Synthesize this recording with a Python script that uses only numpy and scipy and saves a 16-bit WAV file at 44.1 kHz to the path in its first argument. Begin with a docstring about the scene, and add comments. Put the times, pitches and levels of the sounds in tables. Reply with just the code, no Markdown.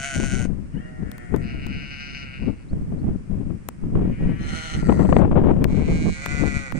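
"""Open pasture, from a hand-held camera: ewes and lambs bleat in turn and across each other, near and far.
Vocal-fold pulses with puffs of air ring each throat; reflections scatter far voices more. Bands of noise make
the wind that buffets two ports, mostly the left, and builds to one strong gust. A far bird chirps twice in
gliding tones, and the camera body ticks in snaps of noise and short knocks. Still air adds a faint even hush of
coloured noise."""
import sys
import numpy as np
from scipy import signal
from scipy.fft import rfft, irfft, next_fast_len
from scipy.io import wavfile
from scipy.ndimage import map_coordinates

SR = 44100
rng = np.random.default_rng(int(sys.argv[2]) if len(sys.argv) > 2 else 0)


def file_out(sig):
    """Save sig as 16-bit WAV at sys.argv[1]."""
    # one column per channel
    cols = np.atleast_2d(sig).T
    # limit, then scale
    lim = np.clip(cols, -1, 1)
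    pcm = np.round(lim * 32767).astype(np.int16)
    wavfile.write(sys.argv[1], SR, pcm)


N = 299438
TIME = np.arange(N) / SR


def amp(db):
    """Decibels to gain."""
    return 10 ** (np.asarray(db) / 20)


def unit(x):
    """Scales to rms 1."""
    return x / np.sqrt(np.mean(x ** 2) + 1e-20)


def read(points, hz):
    """Reads a spectrum on a log-frequency axis."""
    f, value = np.transpose(points)
    return np.interp(np.log(hz + 1), np.log(f + 1), value)


def add(mix, s, sound):
    """Mixes a stereo sound in at time s; it may have begun before zero."""
    at = round(s * SR)
    sound = sound[:, max(-at, 0):]
    part = mix[:, max(at, 0):][:, :sound.shape[1]]
    part += sound[:, :part.shape[1]]


def wander(size, hz):
    """Smooth random fluctuation of rms 1, mostly slower than hz."""
    f = np.fft.rfftfreq(size, 1 / SR)
    lowpass = 1 / (1 + (f / hz) ** 2) ** 2
    return unit(irfft(rfft(rng.standard_normal(size)) * lowpass, size))


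# still air over the pasture, relative spectrum: (frequency [Hz], density [dB])
AIR = [(150, 14), (700, -11), (1300, -9.5), (2300, -11.5), (3700, -27), (5200, -22), (6700, -24.5),
       (8900, -19.5), (15000, -60)]
AIR_DB = -44.5


def air():
    """A faint even hush: steady coloured noise, independent at each port."""
    colour = amp(read(AIR, np.fft.rfftfreq(N, 1 / SR)))
    hush = irfft(rfft(rng.standard_normal((2, N))) * colour, N)
    return amp(AIR_DB) * unit(hush)


# chirps of the far bird: (time [s], length [s], peak level [dB])
CHIRPS = [(2.682, 0.033, -61), (2.978, 0.036, -66)]


def bird(low_hz=3500, top_hz=4580):
    """A small far bird, equal at both ports: each chirp slides up and levels off."""
    out = np.zeros((2, N))
    for s, length, level_db in CHIRPS:
        u = np.arange(0, length, 1 / SR) / length
        hz = top_hz - (top_hz - low_hz) * (1 - u) ** 2
        turns = np.cumsum(hz) / SR
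        chirp = np.sin(np.pi * u) * np.sin(2 * np.pi * turns)
        add(out, s, amp(level_db) * chirp[None])
    return out


# breeze between the gusts: (left pressure [dB], right pressure [dB])
BREEZE_DB = (-46, -41.5)
# gusts on the microphone: (start [s], hold [s], left pressure [dB], right pressure [dB])
GUSTS = [(0.166, 0.068, -21.5, -31.5), (0.275, 0.16, -27, -36.5), (0.371, 0.14, -25, -59),
         (0.579, 0.043, -30.5, -55), (0.755, 0.0071, -24.5, -55), (1.011, 0.036, -25, -40),
         (1.331, 0.04, -19.5, -40), (1.408, 0.414, -33.5, -36), (2.419, 0.071, -24.5, -32),
         (2.718, 0.22, -32.5, -32), (2.915, 0.24, -28, -33), (3.044, 0.053, -40, -21),
         (3.3, 0.24, -26.5, -37), (3.841, 0.05, -26.5, -32), (3.93, 0.17, -21.5, -23.5),
         (4.204, 0.13, -24, -25), (4.4, 0.15, -34.5, -28), (4.748, 0.032, -29.5, -22.5),
         (4.826, 0.088, -23, -27), (4.891, 0.76, -17.5, -23), (5.176, 0.045, -9, -29),
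         (5.376, 0.14, -14, -42), (5.69, 0.2, -19.5, -27.5), (5.901, 0.19, -28, -18.5),
         (6.282, 0.29, -28.5, -60), (6.427, 0.023, -15, -51), (6.75, 0.088, -45, -23.5)]
# every gust builds quickly and dies away more slowly (time constants of its pressure)
GUST_ATTACK_S, GUST_RELEASE_S = 0.015, 0.029


def pressure(port):
    """Wind pressure in dB at one port (0 left, 1 right): gusts pile up on a light breeze."""
    power = np.full(N, amp(BREEZE_DB[port]) ** 2)
    for start, hold, *level_db in GUSTS:
        before = np.maximum(start - TIME, 0) / GUST_ATTACK_S
        after = np.maximum(TIME - start - hold, 0) / GUST_RELEASE_S
        power += amp(level_db[port]) ** 2 * np.exp(-2 * np.minimum(before + after, 20))
    return 10 * np.log10(power)


# sudden slaps of air: (time [s], jump in pressure [dB])
SLAPS = [(.2, 7.5), (0.454, 10), (1.341, 7.5), (2.732, 11), (3.954, 9.5), (4.207, 10), (4.893, 3),
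         (4.923, 8), (4.992, 5), (5.091, 10), (5.127, 14.5), (5.166, 15), (5.314, 8.5), (5.366, 2.5),
         (5.415, 5)]
# relative wind spectrum at the reference pressure: (frequency [Hz], density [dB])
EDDIES = [(28, 2), (60, 3), (110, 0), (180, 3), (280, -6), (450, -18.5), (800, -33), (1500, -46.5),
          (3000, -56), (8000, -90)]
# above the reference pressure: (frequency [Hz], extra level per dB of pressure [dB/dB])
BREAKUP = [(40, -.5), (110, -0.5853), (280, 0), (450, 0.5839), (900, 1.0068), (3000, 0.5724)]
REFERENCE_DB = -25


def wind(port, trim_db, flutter_db=3, flutter_hz=70, slap_s=0.0051, count=15):
    """Eddies at one port: in a hard blow they break up into smaller ones that crackle."""
    pressure_db = pressure(port) + flutter_db * wander(N, flutter_hz)
    for s, jump_db in SLAPS:
        onset = np.clip((TIME - s) / .003 + 1, 0, 1)
        pressure_db = pressure_db + jump_db * onset * np.exp(-abs(TIME - s) / slap_s)
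    over_db = pressure_db - REFERENCE_DB

    size = next_fast_len(N)
    f, noise = np.fft.rfftfreq(size, 1 / SR), rfft(rng.standard_normal(size))
    colour = unit(amp(read(EDDIES, f)))
    centres = np.geomspace(30, 4000, count)
    out = np.zeros(N)
    # overlapping bands, each following the pressure at its own rate
    for hz, share in zip(centres, np.eye(count)):
        band_gain = read(np.c_[centres, share], f)
        band = irfft(noise * colour * band_gain, size)[:N]
        out += band * amp(over_db + read(BREAKUP, hz) * np.maximum(over_db, 0))
    return out * amp(REFERENCE_DB + trim_db)


def wind_at_ports():
    """The narrow ports choke the hardest blows and pass little of their treble."""
    blows = np.array([wind(0, trim_db=5.5), wind(1, trim_db=2.5)])
    choked = .9 * np.tanh(blows / .9)
    return signal.sosfilt(signal.butter(3, 4000, fs=SR, output="sos"), choked)


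# ticks of the camera body: (time [s], relative snap level [dB], knock level [dB], knock frequency [Hz])
TICKS = [(1.116, -14, -20.5, 1500), (1.181, -19.5, -23, 1500), (1.362, -14.5, -14, 1000),
         (1.6666, -15.5, -18, 970), (3.6871, -3, -4, 840), (5.642, -4, -3, 2070), (6.2602, -4.5, -2, 1370),
         (6.722, -18, -6, 1174)]


def ticks(snap_s=0.0011, knock_s=0.00028, lag_s=0.001637, right_db=-22):
    """A bright snap of plastic, then a short knock of the camera shell, close to the left port."""
    out, t = np.zeros((2, N)), TIME[:SR // 40]
    after = np.maximum(t - lag_s, 0)
    port_gain = amp([[0], [right_db]])
    for s, snap_db, knock_db, hz in TICKS:
        snap = 0.18 * rng.standard_normal(len(t)) * np.exp(-t / snap_s)
        knock = np.sin(2 * np.pi * hz * after) * np.exp(-after / knock_s)
        add(out, s, port_gain * (amp(snap_db) * snap + amp(knock_db) * knock))
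    return out


def throat_ring(throat, side, valley_db=-34, size=2048):
    """Causal ring of a throat's resonances as one port (side +1 left, -1 right) hears it."""
    f = np.fft.rfftfreq(size, 1 / SR)
    power = amp(valley_db) ** 2 / (1 + (f / 2500) ** 2)
    for hz, width, db, pan in throat:
        peak = amp(db + side * pan / 2) / (1 + ((f - hz) / width) ** 2) ** 4
        power = power + peak ** 2
    tilt_db = read([(60, -45.5), (300, -2.0), (9500, 6.5), (12000, -2.5)], f)
    gain = np.sqrt(power) * amp(tilt_db)
    # minimum phase: the ring starts at once and never before its pulse
    log_gain = np.log(np.r_[gain, gain[-2:0:-1]] + 1e-7)
    ring = np.fft.ifft(np.exp(np.conj(signal.hilbert(log_gain)))).real
    # the treble of each pulse trails its bass a little, which blunts the snap
    return irfft(rfft(ring) * np.exp(-1j * np.pi * (f / 2200) ** 2), size)


def moving_ring(drive, ring, stretch):
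    """Rings a filter whose resonances all shift by the factor stretch, by warping time and back."""
    clock = np.cumsum(stretch)
    moments = np.interp(np.arange(clock[-1]), clock, np.arange(len(drive)))
    warped = map_coordinates(drive, [moments], order=3)
    return map_coordinates(signal.fftconvolve(warped, ring), [clock], order=3)


# the throat's resonances follow the pitch by this power; slack folds, below the top pitch, are rougher
THROAT_FOLLOW, SLACK_ROUGH = 0.13, 2.3
# rms pitch jitter per roughness squared (share of pitch)
JITTER = .055
# air leaks through the folds in one puff a cycle: how tightly it bunches, how late it peaks (share of a cycle)
PUFF_FOCUS, PUFF_LATE = 1, 0.076
# a voice's treble lies above this frequency
TREBLE_HZ = 3440
# no bleat is quite even: its effort wavers by this much, this fast
WAVER_DB, WAVER_HZ = 1, 23
# time that a voice takes to start and to stop
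VOICE_ON_S, VOICE_OFF_S = 0.046, 0.028


def voice(throat, hz, effort_db, treble_db, rough, lag_ms):
    """Sharp vocal-fold pulses, each with a puff of air, ring a throat that moves with the pitch."""
    size = len(hz)
    stretch = (hz / np.median(hz)) ** THROAT_FOLLOW
    rough = np.minimum(rough * (1 + SLACK_ROUGH * (1 - hz / hz.max())), .85)
    hz = hz * (1 + JITTER * rough ** 2 * wander(size, 90))
    turns = np.cumsum(hz) / SR

    # one pulse a cycle, of uneven strength, split between samples to keep its exact time
    at = np.flatnonzero(np.diff(np.floor(turns)))
    late = (np.ceil(turns[at]) - turns[at]) * SR / hz[at]
    strength = amp(3.8 * rough * rng.standard_normal(size))[at]
    folds = np.zeros(size)
    folds[at], folds[at + 1] = strength * (1 - late), strength * late

    # the air escapes just as the folds snap, and counts most in the treble
    leak = np.exp(PUFF_FOCUS * np.cos(2 * np.pi * (turns - PUFF_LATE)))
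    puffs = leak * signal.lfilter([1, -.6], [1], rng.standard_normal(size))
    drive = (1 - rough) * unit(folds) + rough * unit(puffs)
    mellow = signal.filtfilt(*signal.butter(4, TREBLE_HZ, fs=SR), drive)
    drive = mellow + (drive - mellow) * amp(treble_db)

    left, right = (moving_ring(drive, throat_ring(throat, side), stretch) for side in (1, -1))
    left = np.roll(left, round(lag_ms * SR / 1000))
    sound = unit(np.array([left, right]))
    t = TIME[:size]
    edges = np.minimum(t / VOICE_ON_S, 1) * np.minimum((t[-1] - t) / VOICE_OFF_S, 1)
    return sound * amp(effort_db + WAVER_DB * wander(size, WAVER_HZ)) * edges


# share of its pitch by which a plain bleat starts low and ends low
SCOOP, DROOP = .2, .17
# quaver of a plain bleat: share of its pitch per roughness squared, and rate
QUAVER, QUAVER_HZ = .11, 12.5
# loudness gained per unit share of pitch quaver [dB]
QUAVER_DB = 59
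# throat resonances: (frequency at median pitch [Hz], width [Hz], level before tilt [dB], left minus right [dB])
FAR_LOW_THROAT = [(407, 280, -3.5, 2), (638, 200, 2, 1.6), (1415, 240, -5.5, 1), (1840, 500, -6.5, 4.9)]
FAR_HIGH_THROAT = [(1410, 240, -2.5, 5.9), (2040, 780, -4.5, 9.7), (7950, 3600, -27, 4.5)]
RISING_THROAT = [(1890, 1670, -12.5, 6.8), (2265, 300, -10, 5.1)]
HOARSE_THROAT = [(735, 690, -3, -3), (1417, 216, 1, -12), (2110, 440, -3, 8), (2970, 1540, -9, 7),
                 (4190, 290, -7.5, -3), (6040, 1900, -18.5, 11.5), (8800, 4000, -27.5, 4)]
SINKING_THROAT = [(1370, 265, 0.5, 4.5), (1960, 620, -6, 3), (4600, 1600, -24.5, -4),
                  (7560, 3600, -25, 2.5)]
ANSWER_THROAT = [(680.3, 730, -1.5, 2.5), (1458, 340, 6.5, -7.5), (2010, 197, 9.5, 5), (2314, 390, 2, -8.5),
                 (3800, 6000, -24, -17.5), (7020, 3300, -21.5, 17)]
# plain bleats: (throat, start [s], length [s], pitch [Hz], glide [Hz/s], rise [s], fall [s],
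# level [dB], swell [dB], fade [dB], roughness [0-1], left port lag [ms])
BLEATS = [ (FAR_LOW_THROAT, .71, 1, 130, -19.5, .23, 0.27, -50.5, 10, 15, .18, 0.41),
          (FAR_HIGH_THROAT, 1.04, 0.42, 166, 0, 0.087, 0.049, -52.5, 3.6, 2.4, 0.36, 0.3),
          (RISING_THROAT, 3.93, 0.97, 193, 0, .42, .6, -48, 16, 6.7, .29, 0.43),
          (HOARSE_THROAT, 4.37, .46, 160, 0, .24, 0.18, -38, 12.3, 12, .44, .45),
          (SINKING_THROAT, 4.42, .8, 140, -63, .15, 0.043, -43, 6, 2.3, .42, .5),
          (ANSWER_THROAT, 6.12, .62, 150.3, -22, 0.24, .16, -33.5, 10.6, 7.5, .27, -0.46),
          (ANSWER_THROAT, 6.72, 0.74, 160, 0, 0.094, 0.19, -40, 4.9, 9.4, 0.55, -.43)]


def bleat(throat, start, length, pitch_hz, glide, rise_s, fall_s,
          level_db, swell_db, fade_db, rough, lag_ms, soften=0.12):
    """A plain bleat: pitch and effort rise, quaver and sink together. Gives start, level and sound."""
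    t = np.arange(0, length, 1 / SR)
    rising = np.maximum(1 - t / rise_s, 0) ** 2
    sinking = np.maximum(1 - (length - t) / fall_s, 0) ** 2
    shake = -QUAVER * rough ** 2 * np.cos(2 * np.pi * QUAVER_HZ * t)
    effort_db = level_db - swell_db * rising - fade_db * sinking + QUAVER_DB * shake
    hz = (pitch_hz + glide * t) * (1 - SCOOP * rising - DROOP * sinking + shake)
    # the treble fades first when the effort drops
    treble_db = soften * (effort_db - level_db)
    return start, level_db, voice(throat, hz, effort_db, treble_db, rough, lag_ms)


# throat resonances: (frequency at median pitch [Hz], width [Hz], level before tilt [dB], left minus right [dB])
OPENING_THROAT = [(692, 144, -6.5, 3), (1510, 265, -1, -4), (2120, 560, -9.5, 0), (2650, 940, -17, 11.5),
                  (4320, 9400, -28, 1.5), (6420, 1650, -22.5, 14.5), (8630, 2300, -27, 9)]
SMALL_LAMB_THROAT = [(1740, 770, 2, 2.6), (2900, 410, -4.5, 10)]
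QUAVERING_THROAT = [(685, 390, -10.5, 1.6), (1464, 350, 1.5, 7.1), (2270, 720, 2.5, 5.3),
                    (2725, 374, 3.5, 9.1), (4950, 2060, -2.5, 5.5)]
ARCHING_THROAT = [(1550, 390, -4.5, 1), (2205, 860, -1, -3), (3970, 1800, -15, 4.5), (6720, 4700, -19, 9)]
# courses of the winding bleats, before surges: (time [s], pitch [Hz], effort [dB], treble [dB])
OPENING = [(-.06, 131, -35, 0), (.05, 138.5, -31.5, -1), (.11, 137, -33, -1), (.17, 130.5, -34, 0),
           (.25, 134, -33.5, 1), (.32, 131.3, -35, 1), (.35, 126, -34, 0), (.468, 118, -37, 0)]
SMALL_LAMB = [(0.698, 306, -62, -3), (.795, 454, -54, -9), (.86, 472.5, -54, -4), (.97, 465.5, -67, -1),
              (1.3, 457, -58, 6)]
QUAVERING = [(1.39, 116.7, -47, -20), (1.451, 121.4, -44.5, -13.5), (1.57, 131.8, -42.5, -23),
             (1.77, 137.3, -40, -17.5), (2.1, 137.4, -40.5, -10.5), (2.2, 133.7, -40.5, -10),
             (2.301, 131, -43.5, -24), (2.47, 125.4, -47.5, -17), (2.53, 124.5, -56.5, -21),
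             (2.66, 122.2, -59, -14)]
ARCHING = [(5.66, 122.2, -47.5, -1), (5.829, 153.1, -43.5, -6), (5.912, 158.5, -40.5, -3.5),
           (6.106, 159.7, -42.5, 0.5), (6.498, 153, -47, 1.5), (6.64, 141, -46, -2)]
# the long bleat quavers in uneven surges: time [s]
SURGES = [1.502, 1.634, 1.735, 1.826, 1.926, 2.005, 2.061, 2.16, 2.23, 2.36]
# a surge lifts the pitch by this share, for about this long either side
SURGE_LIFT, SURGE_S = .044, .026
# winding bleats: (throat, course, surges, roughness [0-1], left port lag [ms])
WINDING_BLEATS = [(OPENING_THROAT, OPENING, [], .38, 0), (SMALL_LAMB_THROAT, SMALL_LAMB, [], .06, 0.38),
                  (QUAVERING_THROAT, QUAVERING, SURGES, .26, .42), (ARCHING_THROAT, ARCHING, [],
                  .22, -.918)]


def winding_bleat(throat, course, surges, rough, lag_ms):
    """Pitch, effort and treble take their own course; surges lift pitch and effort. 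Gives start, level, sound."""
    s, *controls = np.transpose(course)
    t = np.arange(s[0], s[-1], 1 / SR)
    hz, effort_db, treble_db = (np.interp(t, s, control) for control in controls)
    lift = SURGE_LIFT * sum(np.exp(-((t - at) / SURGE_S) ** 2) for at in surges)
    effort_db = effort_db + QUAVER_DB * lift
    return s[0], effort_db.max(), voice(throat, hz * (1 + lift), effort_db, treble_db, rough, lag_ms)


def scatter(x, t60):
    """Weak reflections: a decaying noise tail, different at each port. The short tail comes from the camera
    body near the ports, the longer one from turf and flock."""
    t = TIME[:SR // 2]
    tail = rng.standard_normal((2, len(t))) * amp(-60 * t / t60)
    return signal.fftconvolve(x, tail / np.linalg.norm(tail[0]), axes=1)[:, :N]


# bleats are near above the first level and far below the second
NEAR_DB, FAR_DB = -41, -45.5
# reflections: (level for near voices [dB], level for far voices [dB], t60 [s])
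ECHOES = [(-3.5, -1.5, 0.069), (-17, -4.5, 0.2)]


def flock():
    """All the bleats, from clear to hoarse; the faint ones are far off and more scattered."""
    calls = [bleat(*row) for row in BLEATS] + [winding_bleat(*row) for row in WINDING_BLEATS]
    near, far = np.zeros((2, 2, N))
    for start, level_db, call in calls:
        distance = np.clip((NEAR_DB - level_db) / (NEAR_DB - FAR_DB), 0, 1)
        add(near, start, (1 - distance) * call)
        add(far, start, distance * call)
    out = near + far
    for near_db, far_db, t60 in ECHOES:
        out = out + scatter(amp(near_db) * near + amp(far_db) * far, t60)
    return out


def scene():
    """Still air, a far bird, wind at each port, camera ticks and the flock."""
    return air() + bird() + wind_at_ports() + ticks() + flock()


def record(dry, edge_hz=15700):
    """The recorder's ceiling and band limit."""
    held = np.clip(dry, -1, 1)
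    band_limit = signal.firwin(511, edge_hz, window=("kaiser", 9), fs=SR)
    return signal.oaconvolve(held, band_limit[None], "same")


dry = scene()
out = record(dry)
file_out(out)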